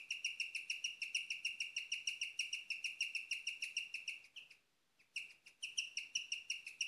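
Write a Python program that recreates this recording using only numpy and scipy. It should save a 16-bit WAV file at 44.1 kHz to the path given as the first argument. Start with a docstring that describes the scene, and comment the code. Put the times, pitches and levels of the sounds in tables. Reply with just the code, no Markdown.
"""A quiet room, a phone microphone one step from a guinea pig in a fleece-lined cage, over a faint hiss.
From the start it chirps like a bird, six times a second: each a short falling whistle with overtones,
then a puff of air, echoed by cage and walls. Near 1.5 s three soft bumps touch the phone. After 4.2 s
the chirps turn faint and sparse, and the phone's noise gate lowers the hiss in the pauses.
From 5.6 s they are back at full strength, with one more bump near 6.2 s."""
import sys
import numpy as np
from scipy import signal
from scipy.fft import rfft, irfft, next_fast_len
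from scipy.io import wavfile
from scipy.ndimage import uniform_filter1d

SR = 44100
rng = np.random.default_rng(int(sys.argv[2]) if len(sys.argv) > 2 else 0)


def inscribe(sig):
    """Save sig as 16-bit PCM at rate SR to the path in sys.argv[1].

    A 1-D sig is mono; a 2-D sig holds one channel per row.
    Samples are clipped to [-1, 1] before scaling.
    """
    pcm = np.round(np.clip(np.atleast_2d(sig).T, -1, 1) * 32767)
    wavfile.write(sys.argv[1], SR, pcm.astype(np.int16))


N = 302967
LEAD_IN = int(.1 * SR)  # samples before time zero, where the first chirp begins
PADDED = LEAD_IN + N + SR


def undb(db):
    """Decibels to amplitude."""
    return 10 ** (np.asarray(db) / 20)


def gain_at(table, hz):
    """Gain of an (f/Hz, level/dB) curve at any frequency."""
    f, db = np.transpose(table)
    return undb(np.interp(np.log(np.maximum(hz, 1)), np.log(f), db))


def colour(x, table):
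    """Filter by an (f/Hz, level/dB) curve."""
    size = next_fast_len(len(x))
    hz = np.arange(size // 2 + 1) * SR / size
    return irfft(rfft(x, size) * gain_at(table, hz), size)[:len(x)]


def unit(x):
    """Scale to an RMS of one."""
    return x / np.sqrt(np.mean(x ** 2))


# Noise floor at the microphone: f/Hz, density/dB
HISS_SPECTRUM = [(12, -15), (20, -6.5), (33, -21.5), (107, -10), (207, -10), (297, -11), (380, -11.5),
                 (424, -11), (514, -12.5), (715, -14), (777, -15), (3340, -14.5), (14400, -29.5)]
# Side share of that noise: f/Hz, level/dB
HISS_WIDTH = [(300, -25), (2500, -42), (5000, -24), (8000, -3.5), (14000, -1)]

def hiss(level_db=-75):
    """Steady room and microphone noise, alike in both channels except the treble: mid, side."""
    mid, side = (colour(rng.standard_normal(N), HISS_SPECTRUM) for _ in range(2))
    gain = undb(level_db) / np.sqrt(np.mean(mid ** 2))
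    return gain * mid, gain * colour(side, HISS_WIDTH)


# Handling noise, right at the microphone: t/s, level/dB, f/Hz
BUMPS = [(1.494, -65, 100.7), (1.543, -65, 228), (1.624, -65, 169), (6.176, -59.5, 173)]

def phone_bumps(t60_s=0.028):
    """Soft knocks on the phone, each a low, quickly damped tone."""
    out = np.zeros(N)
    t = np.arange(int(.1 * SR)) / SR
    decay = np.exp(-np.log(1000) * t / t60_s)
    for start, db, hz in BUMPS:
        at = int(start * SR)
        out[at:at + len(t)] += undb(db) * np.sin(2 * np.pi * hz * t) * decay
    return out


# Strongest echoes off cage and walls, timed from the direct sound: t/s, level/dB
REFLECTIONS = [(0.00456, -10.5), (0.01068, -10.5), (0.01478, -18.0), (0.0151, -16.5), (0.0266, -15),
               (0.031, -24), (0.0358, -21), (0.0389, -12), (0.053, -27.5), (0.0564, -16.5), (0.061, -14.5),
               (0.062, -24), (0.0678, -20.5), (0.07231, -26), (0.083, -27), (0.0958, -18.5)]
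# What the walls return to the microphone: f/Hz, level/dB
WALL_COLOUR = [(1500, -21.5), (2200, -1), (2700, 3.5), (3200, -4), (4500, -4.5), (5700, -15), (7000, -3),
               (9000, -9.5), (14000, 1.5)]
# Side share of the echoes and of the puffs: f/Hz, level/dB
STEREO_WIDTH = [(2000, -40), (3500, -30), (5500, -20), (8000, -5), (12000, -7)]

def room_echoes(direct, t60_s=.5, build_s=0.0066, tail_db=-5, early_db=0.5, early_s=0.0995):
    """Mid: single echoes that melt into a diffuse tail. Side: only a diffuse treble tail."""
    t = np.arange(int(.8 * SR)) / SR
    decay = np.exp(-np.log(1000) * t / t60_s) * np.minimum(t / build_s, 1)
    mid, side = rng.standard_normal((2, len(t))) * decay * undb(tail_db) / np.sqrt(np.sum(decay ** 2))
    mid *= undb(early_db * np.clip((early_s - t) / .02, 0, 1))
    for delay, db in REFLECTIONS:
        mid += undb(db) * np.sinc((t - delay) * SR)
    reflected = colour(direct, WALL_COLOUR)
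    wet_mid = signal.fftconvolve(reflected, mid)
    wet_side = signal.fftconvolve(colour(reflected, STEREO_WIDTH), side)
    return wet_mid[:len(direct)], wet_side[:len(direct)]


# Breath leaving the mouth: f/Hz, density/dB
PUFF_SPECTRUM = [(1100, -42), (1560, -7), (2000, -9.5), (3330, -11.5), (4150, 2.5), (4900, -5.5), (5500, 5),
                 (7500, -7), (9370, -3), (10200, -1.5), (11000, -6.5), (14300, -47)]
# Air past the teeth: f/Hz, density/dB
TEETH_SPECTRUM = [(9000, -18), (10800, 1.5), (12500, -9), (14300, -12)]

def breath(puff_envelope, sizzle_envelope):
    """Rushing air: a broad puff with a high sizzle from the teeth."""
    puff = unit(colour(rng.standard_normal(PADDED), PUFF_SPECTRUM))
    sizzle = unit(colour(rng.standard_normal(PADDED), TEETH_SPECTRUM))
    return puff_envelope * puff + sizzle_envelope * sizzle


def airflow(t, lead_s, plateau_s, lag_s=0.0036, puff_s=0.0085, leak_db=-12):
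    """Breath envelope: a little air leaks before and during the whistle, then the puff follows."""
    release = np.maximum(t - lead_s - plateau_s - lag_s, 0) / puff_s
    leak = undb(leak_db) * np.minimum(t / lead_s, 1)
    return (np.e * release + leak) * np.exp(-release)


# Mouth and throat response, with the first resonance at 2700 Hz: f/Hz, level/dB
VOCAL_TRACT = [(1500, -28), (1900, -20), (2300, -6), (2700, 0), (3200, -5), (3500, -28), (4200, -13),
               (4600, -22), (5100, -15), (5600, 0), (6200, -17), (7200, -18), (7800, -4), (8400, -7),
               (9300, 6), (10000, -16), (11500, -24), (14000, -30)]

def whistle(hz, db, overtones_db, full_db=-45, faint_db=-51, open_hz=2725, slack_hz=2368):
    """Partials slide through the mouth's resonances, which sit lower in a faint, slack call."""
    mouth_hz = np.interp(db, (faint_db, full_db), (slack_hz, open_hz))
    phase = 2 * np.pi * np.cumsum(hz) / SR
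    tone = np.zeros(len(hz))
    for k, partial_db in enumerate((0, *overtones_db), start=1):
        resonance = gain_at(VOCAL_TRACT, k * hz * 2700 / mouth_hz)
        tone += undb(db + partial_db) * resonance * np.sin(k * phase)
    return tone


# The animal, a step from the microphone: start t/s, voiced t/s, first f/Hz, last f/Hz,
# bend (1 straight, more = later and steeper fall), swell t/s, level/dB before the vocal tract,
# then relative to it: 2nd, 3rd, 4th partial level/dB, puff level/dB
CHIRP_CALLS = [(-0.045, 0.018, 2977, 2394, 0.98, 0.019, -36.5, -2.5, -24, -35, -24),
               (0.1048, 0.0154, 2890, 2224, 1.82, 0.0054, -34, -1.5, -21.0, -36.5, -24.5),
               (0.2443, 0.021, 2890, 2373, 1.63, 0.0042, -34, -0.5, -18.0, -20, -25.5),
               (0.3987, 0.017, 2813, 2270, 1.9, 0.0032, -33.5, 0.0, -14.5, -23.6, -24.5),
               (0.5484, 0.02, 2817, 2040, 1.34, 0.0029, -35.0, -1, -19, -15, -23),
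               (0.6971, 0.018, 2913, 2097, 1.68, 0.0072, -33, 1, -17, -20.5, -23.0),
               (0.841, 0.02, 2900, 2360, 2.27, 0.0031, -34.5, 0.0, -18, -43, -24.5),
               (1.0169, 0.016, 2791, 2120, 2, 0.0048, -34.5, 0.5, -17.5, -28, -23.5),
               (1.1462, 0.025, 2918, 2280, 1.35, 0.0024, -33.0, 0, -16.0, -13, -25),
               (1.3024, 0.019, 2970, 2200, 1.05, 0.007, -34, 0, -21, -38, -24.5),
               (1.4466, 0.026, 2862, 2152, 1.89, 0.008, -33.5, -1.5, -17.0, -18.5, -23.5),
               (1.602, 0.018, 2878, 2273, 1.59, 0.0063, -33.5, 0, -14.0, -28.5, -24.0),
               (1.7633, 0.021, 2866, 2140, 2.17, 0.0064, -35.0, -0.5, -16.5, -42, -24),
               (1.9173, 0.025, 2915, 2166, 1.73, 0.0043, -35, 0.0, -17.5, -49, -23),
               (2.0721, 0.017, 2888, 2330, 1.86, 0.0033, -33.5, 1.5, -12, -20.5, -21),
               (2.2127, 0.026, 2905, 2155, 1.48, 0.0039, -35.5, -1.0, -17.5, -17, -24.5),
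               (2.39, 0.022, 2915, 2200, 1.63, 0.0056, -33.5, 1.5, -10.5, -20.0, -21.5),
               (2.5273, 0.021, 2916, 2234, 1.8, 0.0041, -36.0, -0.5, -14, -23, -22),
               (2.702, 0.021, 2798, 2227, 1.46, 0.0041, -35.0, 2.0, -21.0, -26, -24),
               (2.842, 0.025, 2890, 2120, 1.34, 0.0052, -35.0, -1, -19, -16, -21.5),
               (3.0054, 0.028, 2841, 2130, 1.77, 0.0034, -33.5, 0.5, -16.0, -19.5, -22),
               (3.1489, 0.02, 2810, 2275, 1.28, 0.0034, -34.5, 0, -18.5, -16.5, -25),
               (3.3096, 0.024, 2873, 2046, 1.8, 0.0083, -34, 0, -22.7, -14.0, -22.5),
               (3.4677, 0.023, 2883, 2184, 1.96, 0.0084, -35.5, -0.5, -15, -23, -22.5),
               (3.6206, 0.023, 2906, 1995, 1.41, 0.01, -34.5, 0, -31, -15, -19),
               (3.7659, 0.019, 2853, 2315, 1.9, 0.0041, -33.5, -0.5, -14.5, -19, -25.0),
               (3.9401, 0.015, 2815, 2235, 1.4, 0.0056, -36.0, 0, -21, -21, -24.0),
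               (4.0768, 0.02, 2973, 2270, 0.88, 0.005, -36, -2, -18.5, -20, -24.5),
               (4.2359, 0.017, 2780, 2155, 1.0, 0.022, -50.5, -0.5, -31.0, -30, -19),
               (4.3594, 0.023, 3336, 2565, 0.88, 0.0063, -45, -9.5, -49, -19, -25),
               (4.502, 0.016, 2947, 2120, 1.37, 0.0067, -51, 0, -26.0, -23.5, -20),
               (4.9877, 0.039, 2720, 1450, 1.9, 0.014, -60.5, -3.5, -41, -32, -17.5),
               (5.159, 0.024, 2980, 2166, 1.04, 0.009, -36, -1.5, -11, -20.5, -23),
               (5.2944, 0.025, 2880, 1500, 1.9, 0.0037, -54, 1, -20, -22, -16.5),
               (5.4597, 0.018, 2835, 1870, 2.17, 0.0054, -50.5, -0.5, -29.0, -24.5, -15),
               (5.623, 0.027, 3217, 2458, 1.3, 0.026, -36, -1, -11.5, -18, -24.5),
               (5.771, 0.024, 3285, 2607, 1.197, 0.021, -33.5, 4, -14, -18, -25.5),
               (5.9696, 0.017, 2907, 2163, 1.51, 0.0048, -36.0, 4, -14, -33.5, -24.5),
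               (6.1509, 0.016, 3035, 2588, 1.35, 0.0058, -33, 4.5, -24.0, -49.5, -24.5),
               (6.319, 0.016, 2880, 2394, 1.8, 0.0018, -35.5, 2, -14.0, -33, -25.5),
               (6.4989, 0.02, 2892, 2276, 1.7, 0.0043, -35.5, 2.5, -15, -16, -24),
               (6.665, 0.013, 2704, 2125, 1.75, 0.0057, -38.5, 0, -19.0, -18, -20),
               (6.8064, 0.014, 2903, 2514, 1.9, 0.0035, -34, 3.5, -16, -14, -25.5)]

def guinea_pig(fade_s=0.0029, lead_s=0.026, droop_db=-3, rough_db=3, rough_hz=380, lowest_hz=1430):
    """Falling whistles of six partials, each followed by a puff of air: mid, side."""
    voice, puffs, sizzles = np.zeros((3, PADDED))
    size = int(SR / rough_hz)
    waver = unit(uniform_filter1d(uniform_filter1d(rng.standard_normal(PADDED), size), size))
    t = np.arange(int(.14 * SR)) / SR
    for start, voiced, first_hz, last_hz, bend, swell, db, db2, db3, db4, puff_db in CHIRP_CALLS:
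        at = LEAD_IN + int(start * SR)
        span = slice(at, at + len(t))
        hz = np.maximum(first_hz - (first_hz - last_hz) * (t / voiced) ** bend, lowest_hz)
        rise = np.sin(np.pi / 2 * np.minimum(t / swell, 1))
        fade = np.exp(-np.maximum(t - voiced, 0) / fade_s)
        plateau_s = 0.41 * voiced  # after this the dropping voice weakens and wavers
        weakening = np.clip((t - plateau_s) / (voiced - plateau_s), 0, 1)
        falter = undb(weakening * (droop_db + rough_db * waver[span]))
        voice[span] += rise * fade * falter * whistle(hz, db, (db2, db3, db4, db4 - 4, db4 - 8))

        air = undb(db + puff_db) * airflow(t, lead_s, plateau_s)
        sizzle_db = -15 + 0.15 * (db4 + 24.5)  # more sizzle with a strong 4th partial
        ahead = at - int(lead_s * SR)
        puffs[ahead:ahead + len(t)] += air
        sizzles[ahead:ahead + len(t)] += air * undb(sizzle_db)
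    air_mid, air_side = (breath(puffs, sizzles) for _ in range(2))
    return voice + air_mid, colour(air_side, STEREO_WIDTH)


def scene():
    """Left and right at the microphone: the animal straight ahead, its echoes, hiss and bumps."""
    call_mid, call_side = guinea_pig()
    wet_mid, wet_side = room_echoes(call_mid)
    hiss_mid, hiss_side = hiss()
    mid = (call_mid + wet_mid)[LEAD_IN:LEAD_IN + N] + hiss_mid + phone_bumps()
    side = (call_side + wet_side)[LEAD_IN:LEAD_IN + N] + hiss_side
    return np.array([mid + side, mid - side])


def record(dry, gate_db=-66, knee_db=2, depth_db=-6.5, hold_s=0.044, offset_db=-82.5, top_hz=14300):
    """The phone: a soft gate turns quiet stretches down, then a small DC offset and a steep top cut."""
    size = int(hold_s * SR)
    level_db = 10 * np.log10(uniform_filter1d(dry.mean(axis=0) ** 2, size) + 1e-12)
    shut = uniform_filter1d(1 / (1 + np.exp((level_db - gate_db) / knee_db)), size)
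    gated = dry * undb(depth_db * shut)
    lowpass = signal.ellip(12, .5, 80, top_hz, fs=SR, output="sos")
    return signal.sosfilt(lowpass, gated - undb(offset_db))


dry = scene()
out = record(dry)
inscribe(out)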